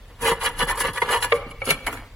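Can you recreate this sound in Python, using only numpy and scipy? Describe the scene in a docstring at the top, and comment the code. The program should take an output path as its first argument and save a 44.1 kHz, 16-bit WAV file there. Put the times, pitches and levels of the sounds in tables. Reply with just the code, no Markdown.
"""A screwdriver tip rasps and picks at underseal on rusty sheet metal in a wheel arch, close to the microphone.
Random stick-slip impulses and single knocks excite damped panel modes, a low boom and a treble hiss of grit.
The tip moves to a second spot, a soft bump of the hand follows, then come a third spot and thick underseal.
Throughout, noise and narrow resonances make the air, hum and rumble of a workshop, and the arch turns
the phase of the treble between two microphone ports."""
import sys
import numpy as np
from scipy import signal
from scipy.fft import rfft, irfft
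from scipy.io import wavfile
from scipy.ndimage import uniform_filter1d, map_coordinates

SR = 44100
rng = np.random.default_rng(int(sys.argv[2]) if len(sys.argv) > 2 else 0)


def dump(signal):
    """Clip the signal to [-1, 1] and save it as 16-bit WAV at the path in sys.argv[1]."""
    limited = np.clip(np.atleast_2d(signal).T, -1, 1)
    pcm = np.round(limited * 32767).astype(np.int16)
    wavfile.write(sys.argv[1], SR, pcm)


N = 94815

# strokes of the tip, each a list of breakpoints of its force:
# time_s, low_ring_db, upper_ring_re_low_db, grit_re_low_db, boom_re_low_db
STROKES = [
    [(0.08, -75, 16, 8, -34), (0.104, -48.5, -12, -20, -13), (0.166, -70, -5, -16, -14),
     (0.22, -31.5, -3.5, -4.5, -10.5), (0.282, -17.5, -2.5, -10, -23), (0.31, -25, -2, -6.5, -14),
     (0.318, -17, -3, -15.5, -14), (0.344, -43.5, 1, -3, -8), (0.39, -39, -6, -25, -8)],
    [(0.395, -44, -4, -8, -16), (0.413, -36, 6, -4.5, -32), (0.435, -23.5, -4, -7.5, -37),
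     (0.449, -26.5, 0, -2.5, -35), (0.467, -24, 2.5, -6, -15), (0.507, -38.5, -4, -13.5, -11),
     (0.521, -41.5, -5, -11.5, -7), (0.55, -53, 8, -6, 7)],
    [(0.56, -46, -3, -7, -7), (0.592, -34.5, 0.5, 3.5, -0.5), (0.606, -20.5, -3, -14.5, -26),
     (0.63, -19, -4.5, -14.5, -15.5), (0.654, -47.5, -4, 5, -10), (0.665, -47, 13, -12, -17)],
    [(0.67, -29, -16, -14, -15), (0.682, -31, 2, -4, -20), (0.69, -28.5, 3, -5, -28),
     (0.714, -21, -4, -10.5, -30.5), (0.738, -39, -0.5, -11, -14), (0.75, -33.5, -6, -17, -19),
     (0.76, -33, -10, -5, -16)],
    [(0.765, -41, 5, -9, -11), (0.777, -30, -3.5, -3, -25), (0.811, -33, 3.5, 7.5, -3),
     (0.829, -34, -0.5, -2.5, -11), (0.855, -21, -3, -17, -18), (0.875, -30.5, -5.5, -5.5, -17),
     (0.885, -24.5, -2, -18, -10), (0.907, -36, -6, -8, -5.5), (0.925, -60, -5, 7, -7)],
    [(0.93, -56, -11, -5, -13), (0.934, -42, 0, -1.5, -8), (0.98, -27, -0.5, -11, -36),
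     (0.994, -54, -6, 5, -19), (1.008, -51, 3, 8.5, -10), (1.012, -44, 4, 1, -10)],
    [(1.014, -43, 1, -6, -20), (1.024, -29.5, -12, -30, -12), (1.056, -35, -4, -13, -15.5),
     (1.108, -20.5, -7, -14, -19), (1.118, -26.5, 1.5, -0.5, -21), (1.13, -17, -5, -11.5, -28),
     (1.174, -23.5, -4, -14, -27), (1.198, -41, -5, -13, -10), (1.21, -33, -7, -8, -38)],
    [(1.212, -44, -19, 1, -16), (1.224, -35, 11, 4, -18), (1.234, -30.5, -3, 1, -22),
     (1.246, -42.5, -19, 17.5, -13), (1.256, -27, -7, -7, -16), (1.268, -41, 4, -4, -13),
     (1.29, -40.5, -4, -12, -14), (1.31, -44, 8.5, -4, -11)],
    [(1.312, -49, -3, -2, -14), (1.324, -13.5, 1.5, -34, -28.5), (1.336, -24, -18, -22, -16),
     (1.354, -32.5, -4, -9, -10.5), (1.45, -42.5, -5, -34, -19), (1.468, -44, 0, -29, -0.5),
     (1.514, -41, -10, -6.5, -8), (1.542, -50, -1.5, -26, -7), (1.6, -61, 4, -10, -1)],
    [(1.605, -66, 16, 5, 12), (1.619, -36.5, -8, -23, -6), (1.635, -37.5, -10, -24, -25),
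     (1.655, -50.5, 9, 12, -5), (1.675, -27.5, 0, -8.5, -4), (1.713, -25, 5, 0, -9.5),
     (1.757, -43, -3.5, -6.5, -2), (1.831, -47.5, -3, -15, -3.5), (1.85, -45, 4, -9, -7)],
    [(1.86, -49, -1, -5, -18), (1.87, -26, 1, -2.5, -13), (1.906, -36.5, -7.5, -20, -6),
     (1.928, -46.5, 6, -0.5, 11), (1.948, -36.5, -10, -24, -0.5), (1.968, -46.5, 3.5, -3.5, 3),
     (2.034, -48, -4.5, -24, -9), (2.06, -54, 1, -40, 2.5), (2.15, -80, 8, -23, -6)],
]


def slip_forces():
    """Stick-slip friction: random impulses follow the strokes to drive low ring, upper ring, grit and boom."""
    slips_per_s, scatter_db, patchy_db = 8000, 2.3, 1.6
    chance, sign, size = rng.random((3, N))
    slips = (chance < slips_per_s / SR) * np.sign(sign - .5)
    slips = slips * undb(-scatter_db * np.log(size + 1e-9))
    slips = slips * undb(patchy_db * walk(170))
    slips = slips / np.std(slips)
    t = np.arange(N) / SR
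    points = np.concatenate([np.array(stroke, float) for stroke in STROKES])
    time_s, low_db = points[:, 0], points[:, 1]
    forces = []
    for relative_db in (0, points[:, 2], points[:, 3], points[:, 4]):
        level_db = np.interp(t, time_s, low_db + relative_db, left=-90, right=-90)
        # a random rotation shifts the slips in time, so the forces do not tick together
        forces.append(np.roll(slips, rng.integers(N)) * undb(level_db))
    return np.array(forces)


def knock_forces():
    """Impact excitation: a sharp contact and decaying crunch drive the panel, and the blade pings as a mode."""
    # knocks of the tip (level before the common gain of 10, crunch_s a time constant):
    # start_s, level_db, upper_ring_re_low_db, grit_re_low_db, ping_hz, ping_re_low_db, crunch_s
    knocks = [(0.593, -34, 9, 8.5, 1710, -15, 0.0018), (0.805, -18, -2.5, -6, 2860, 1, 0.014),
              (0.934, -42.5, -9, 7.5, 1910, -8, 0.003), (0.981, -27.5, -21, -23, 1945, 14, 0.0016),
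              (1.018, -11.5, -8.5, -19, 2089, 8, 0.017), (1.226, -20.5, 6, -1, 2200, 4, 0.014),
              (1.243, -18.5, -1.5, -25, 2150, -4, 0.0047), (1.321, -12, -7, -32, 2290, -9, 0.0028),
              (1.511, -38.5, 1.5, -20, 2280, -9, 0.0066), (1.618, -25.5, -8, -39, 2257, 16, 0.0013),
              (1.655, -38, -4, 8, 2320, -20, 0.002), (1.674, -27, -17, -26, 2300, -19, 0.002),
              (1.706, -20.5, 8.5, 5.5, 2413, -12, 0.0036), (1.867, -20, 1.5, -6, 2100, -18, 0.0063),
              (1.878, -32.5, 6, -23, 2200, -19, 0.0026), (1.928, -29.5, -3, -5, 2770, 7, 0.003),
              (1.939, -40.5, 4, 2.5, 6950, 5, 0.004), (1.971, -39.5, 8, -17, 2390, -6, 0.0081)]
    tick_db, ping_t60_s, ping_rise_s = -12, 0.036, 0.0054  # the tick is relative to the crunch
    forces, pings = np.zeros((3, N)), np.zeros(N)
    late = np.arange(4096) / SR
    ping_shape = fade(ping_t60_s, size=4096) * (1 - np.exp(-late / ping_rise_s))
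    for start_s, level_db, upper_db, grit_db, ping_hz, ping_db, crunch_s in knocks:
        decay = fade(np.log(1000) * max(crunch_s, .0005), size=1024)  # time constant to t60
        crunch = unit(rng.standard_normal(1024) * decay)
        crunch[0] += undb(tick_db)
        i = int(start_s * SR)
        gains = undb(level_db + np.array([[0], [upper_db], [grit_db]]))
        forces[:, i:i + 1024] += 10 * gains * crunch
        pings[i:i + 4096] += undb(level_db + ping_db) * np.sin(2 * np.pi * ping_hz * late) * ping_shape
    return forces, pings


def panel(modes, bed, bed_db, spot):
    """Modal superposition: damped sines over a bed of dense short modes, detuned at random on every call."""
    # share of the free ring time left under the pressing tip, per place: share
    damping = [0.81, 0.79, 0.67, .3]
    # clear modes, set beside the dense ones, per place: level_db
    clear_db = [6, 2.5, 3.5, -23]
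    shift_share, shift_db = 0.012, 2.5  # spread of mode pitch and level as the tip travels
    t = np.arange(8192) / SR
    clear = np.zeros(8192)
    for hz, t60_s, *spot_db in modes:
        level_shift, pitch_shift = rng.standard_normal(2)
        sine = np.sin(2 * np.pi * hz * (1 + shift_share * pitch_shift) * t)
        mode = unit(sine * fade(t60_s * damping[spot], size=8192))
        # thick underseal, the fourth place, keeps the mode levels of the third spot
        clear += undb(spot_db[min(spot, len(spot_db) - 1)] + shift_db * level_shift) * mode
    return undb(clear_db[spot]) * unit(clear) + undb(bed_db) * smooth(bed, size=8192)


def scraping():
    """Source-filter principle: the tip forces are convolved with the panel's response where the tip is."""
    # moves to a second spot, a third spot and thick underseal: time_s
    moves_s = [1.29, 1.602, 1.8]
    # clear panel modes: pitch_hz, t60_s, first_spot_db, second_spot_db, third_spot_db
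    low_modes = [(408, 0.076, -15.5, -17, -7), (479.6, 0.11, -3.5, 3.5, -11), (530.3, 0.12, -3.5, -19, 2.5),
                 (570, 0.074, -10, 0.5, -12), (690, 0.042, -42, -11.5, -6), (786.5, 0.18, -18, -8, -13.5),
                 (842, 0.15, -15.5, -19, -13), (969, 0.055, 3.5, -14, -12), (1072, 0.099, -2, -13, -7),
                 (1164, 0.074, -3.5, 3.5, -2.5), (1285, 0.087, -19, -35, -2.5), (1333, 0.16, -21, -35, -9)]
    high_modes = [(1477, 0.058, 6.5, -30, -15), (1721.4, 0.15, 4, -22, -21), (1803, 0.046, -0.5, -8, -7),
                  (1891, 0.057, 0, -26, -12), (1982, 0.094, 2.5, -20, -22), (2050, 0.057, -10.5, -27, -5),
                  (2270, 0.079, -29, 7.5, -16), (2288, 0.13, -34, 0, 4), (2480, 0.044, -7.5, -30, -2),
                  (2808, 0.03, -3.5, 0, 3), (2927, 0.066, -1, -14, -3.5), (3352, 0.13, -5.5, -15, -2.5),
                  (3905, 0.035, -9.5, -12, -11), (4200, 0.041, -11.5, -10, 0.5),
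                  (4590, 0.032, -15.5, -9.5, -22)]
    # dense short modes between the clear ones: frequency_hz, density_db (per Hz)
    low_bed = [(300, -16), (380, 6.5), (500, 0), (690, 2), (900, 2.5), (1450, 1.5), (1900, -32.5)]
    high_bed = [(1200, -73), (1500, 4), (2300, 7.5), (2620, -10), (2900, 1), (3700, -12.5), (4200, -6),
                (5200, -23), (6000, -74.5)]
    # colour of the grit: frequency_hz, density_db (per Hz)
    grit_colour = [(2650, -17), (4500, -7), (5060, -6.5), (6250, -10.5), (6880, -5), (8200, -8.5),
                   (10600, 2.5), (11700, -10), (14000, -9.5), (15200, -11), (16000, 0)]
    # boom of the panel, and on thick underseal: frequency_hz, density_db (per Hz)
    boom_colour = [(100, -16.5), (135, -3.5), (158, -1.5), (190, -10), (280, -3.5), (400, -18.5)]
    thick_colour = [(120, -40), (180, -4), (260, 12), (320, 7.5), (400, -21.5)]
    grit_smear_db, grit_t60_s = -6.5, 0.031

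    low, high, grit, boom = slip_forces()
    knocks, out = knock_forces()
    low, high, grit = low + knocks[0], high + knocks[1], grit + knocks[2]

    thick = np.arange(N) > moves_s[-1] * SR
    out = out + ring(boom * ~thick, band(smooth(boom_colour), 113, 336))
    out = out + ring(boom * thick, smooth(thick_colour))

    smear = undb(grit_smear_db) * tail(grit_colour, grit_t60_s)
    grit_response = band(smooth(grit_colour) + smear, 3900, 13650)
    # the panel response is renewed at every third breakpoint of a stroke
    edges = [int(point[0] * SR) for stroke in STROKES for point in stroke[:-1:3]] + [N]
    for a, b in zip(edges, edges[1:]):
        spot = int(np.searchsorted(moves_s, a / SR))
        low_response = band(panel(low_modes, low_bed, -10.5, spot), 420, 1483)
        high_response = band(panel(high_modes, high_bed, 0.5, spot), 1566, 6960)
        for force, response in ((low, low_response), (high, high_response), (grit, grit_response)):
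            rung = signal.fftconvolve(force[a:b], response)[:N - a]
            out[a:a + len(rung)] += rung
    return out


def thump():
    """Damped oscillation: a soft bump of the hand is one low sine that dies away exponentially."""
    start_s, pitch_hz, level_db, t60_s = 1.466, 254, -24.5, 0.019
    t = np.maximum(np.arange(N) / SR - start_s, 0)
    return undb(level_db) * np.sin(2 * np.pi * pitch_hz * t) * np.exp(-np.log(1000) * t / t60_s)


def hall(near):
    """Diffuse reverberation: convolution with coloured noise that decays exponentially."""
    t60_s, level_db, corner_hz = 0.53, -22, 2310
    colours = [(150, -10), (400, 0), (corner_hz, 0), (3 * corner_hz, -18)]  # frequency_hz, density_db
    return undb(level_db) * ring(near, tail(colours, t60_s, size=32768))


def shop():
    """Filtered noise: steady workshop air, a narrow-band hum and a deep resonance that swells as rumble."""
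    # colour of the air: frequency_hz, density_db (per Hz)
    air_colour = [(12, -47), (20, -23), (96, -8), (127, -20), (319, -30.5), (485, -28.5), (607, -29.5),
                  (3160, -37.5), (4810, -41.5), (5380, -46.5), (16000, -51.5)]
    # swells of the deep rumble: time_s, level_db
    rumble_levels = [(0.0, -36.5), (0.17, -54), (0.24, -34), (0.87, -38), (0.97, -54), (1.07, -39.5),
                     (1.77, -42.5), (1.81, -55), (1.86, -37), (1.89, -48), (1.99, -41.5), (2.05, -51),
                     (2.11, -45), (2.15, -49)]
    air_db, hum_db = -52.5, -50
    air = colour(colour(rng.standard_normal(N), [(40, -46), (55, 0)]), air_colour)
    above = colour(air, [(125, -80), (130, 0)])  # the air level is set by this part alone
    time_s, level_db = np.array(rumble_levels).T
    rumble = resonance(36, 24.7) * undb(np.interp(np.arange(N) / SR, time_s, level_db))
    hum = undb(hum_db) * resonance(106.06, 5.1)
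    return air / np.std(above) * undb(air_db) + rumble + hum


def heard():
    """Linear superposition: scraping, its reverberation, the bump and the workshop add."""
    near = scraping()
    return near + hall(near) + thump() + shop()


def undb(db):
    """Level to amplitude: 20 dB is a factor of ten."""
    return 10 ** (np.asarray(db) / 20)


def unit(x):
    """Energy normalisation: the squares sum to 1."""
    return x / np.sqrt(np.sum(x ** 2))


def colour(x, table):
    """Zero-phase spectral weighting by (Hz, dB) points, interpolated on a log frequency axis."""
    hz, db = np.array(table, float).T
    f = np.maximum(np.arange(len(x) // 2 + 1) * SR / len(x), 1)
    gain = undb(np.interp(np.log(f), np.log(np.maximum(hz, 1)), db))
    return irfft(rfft(x) * gain, len(x))


def smooth(table, size=16384):
    """Minimum phase by folding the cepstrum: the most compact causal response of a colour, energy 1."""
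    gain = np.abs(rfft(colour(np.eye(1, size)[0], table)))
    cepstrum = irfft(np.log(gain + 1e-6))
    cepstrum[1:size // 2] *= 2
    cepstrum[size // 2 + 1:] = 0
    return unit(irfft(np.exp(rfft(cepstrum))))


def fade(t60, size=16384):
    """Exponential decay: the amplitude falls by 60 dB in t60 seconds."""
    return np.exp(-np.log(1000) * np.arange(size) / SR / t60)


def tail(table, t60, size=16384):
    """Diffuse decay: coloured noise that dies away, energy 1."""
    return unit(colour(rng.standard_normal(size), table) * fade(t60, size=size))


def ring(x, response):
    """Convolution: every impulse of the force starts a scaled copy of the response."""
    return signal.fftconvolve(x, response)[:N]


def band(x, lo_hz, hi_hz):
    """Butterworth band-pass: steep skirts about a flat band, energy 1."""
    return unit(signal.sosfilt(signal.butter(3, [lo_hz, hi_hz], "band", fs=SR, output="sos"), x))


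def resonance(hz, width_hz):
    """Noise-driven resonance: white noise through two equal resonators in series, rms 1."""
    x = rng.standard_normal(N)
    for _ in range(2):
        x = signal.lfilter(*signal.iirpeak(hz, hz / width_hz, fs=SR), x)
    return x / np.std(x)


def walk(rate):
    """Low-rate random modulation: levels drawn rate times a second and slewed, spread near 1."""
    k = int(SR / rate)
    held = np.repeat(rng.standard_normal(N // k + 1), k)
    return 1.2 * uniform_filter1d(held, k)[:N]


def scene():
    """Phase difference between two ports: opposite turns wander with pitch and time, most in the treble."""
    # scale of the phase between the ports: frequency_hz, spread_rad (times a smoothed random field)
    port_spread = [(60, 0.29), (200, 0.036), (380, 0.21), (700, 0.11), (1290, 0.25), (1800, 0.72),
                   (2400, 2.21), (8000, 2.03), (15000, 2.6)]
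    offset_band_hz, offset_drift_s = 220, .035  # how wide and how long a phase offset holds
    hz, t, cells = signal.stft(heard(), SR, nperseg=512)
    knots = rng.standard_normal((200, 200))
    places = np.meshgrid(hz / offset_band_hz, t / offset_drift_s, indexing="ij")
    field = map_coordinates(knots, places, order=3)
    at_hz, spread_rad = np.array(port_spread).T
    spread = np.interp(np.log(hz + 1), np.log(at_hz), spread_rad)[:, None]
    turn = np.exp(.5j * spread * field)  # half the phase to each port
    return np.array([signal.istft(cells * g, SR, nperseg=512)[1][:N] for g in (turn, turn.conj())])


def record(dry):
    """Linear filtering: a slight treble lift brightens the scraping, and an elliptic low-pass cuts the top."""
    lifted = [colour(x, [(1500, 0.035), (2400, 1.42)]) for x in dry]
    top_hz = 16000
    return signal.sosfilt(signal.ellip(10, .2, 80, top_hz, fs=SR, output="sos"), lifted)


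dry = scene()
out = record(dry)
dump(out)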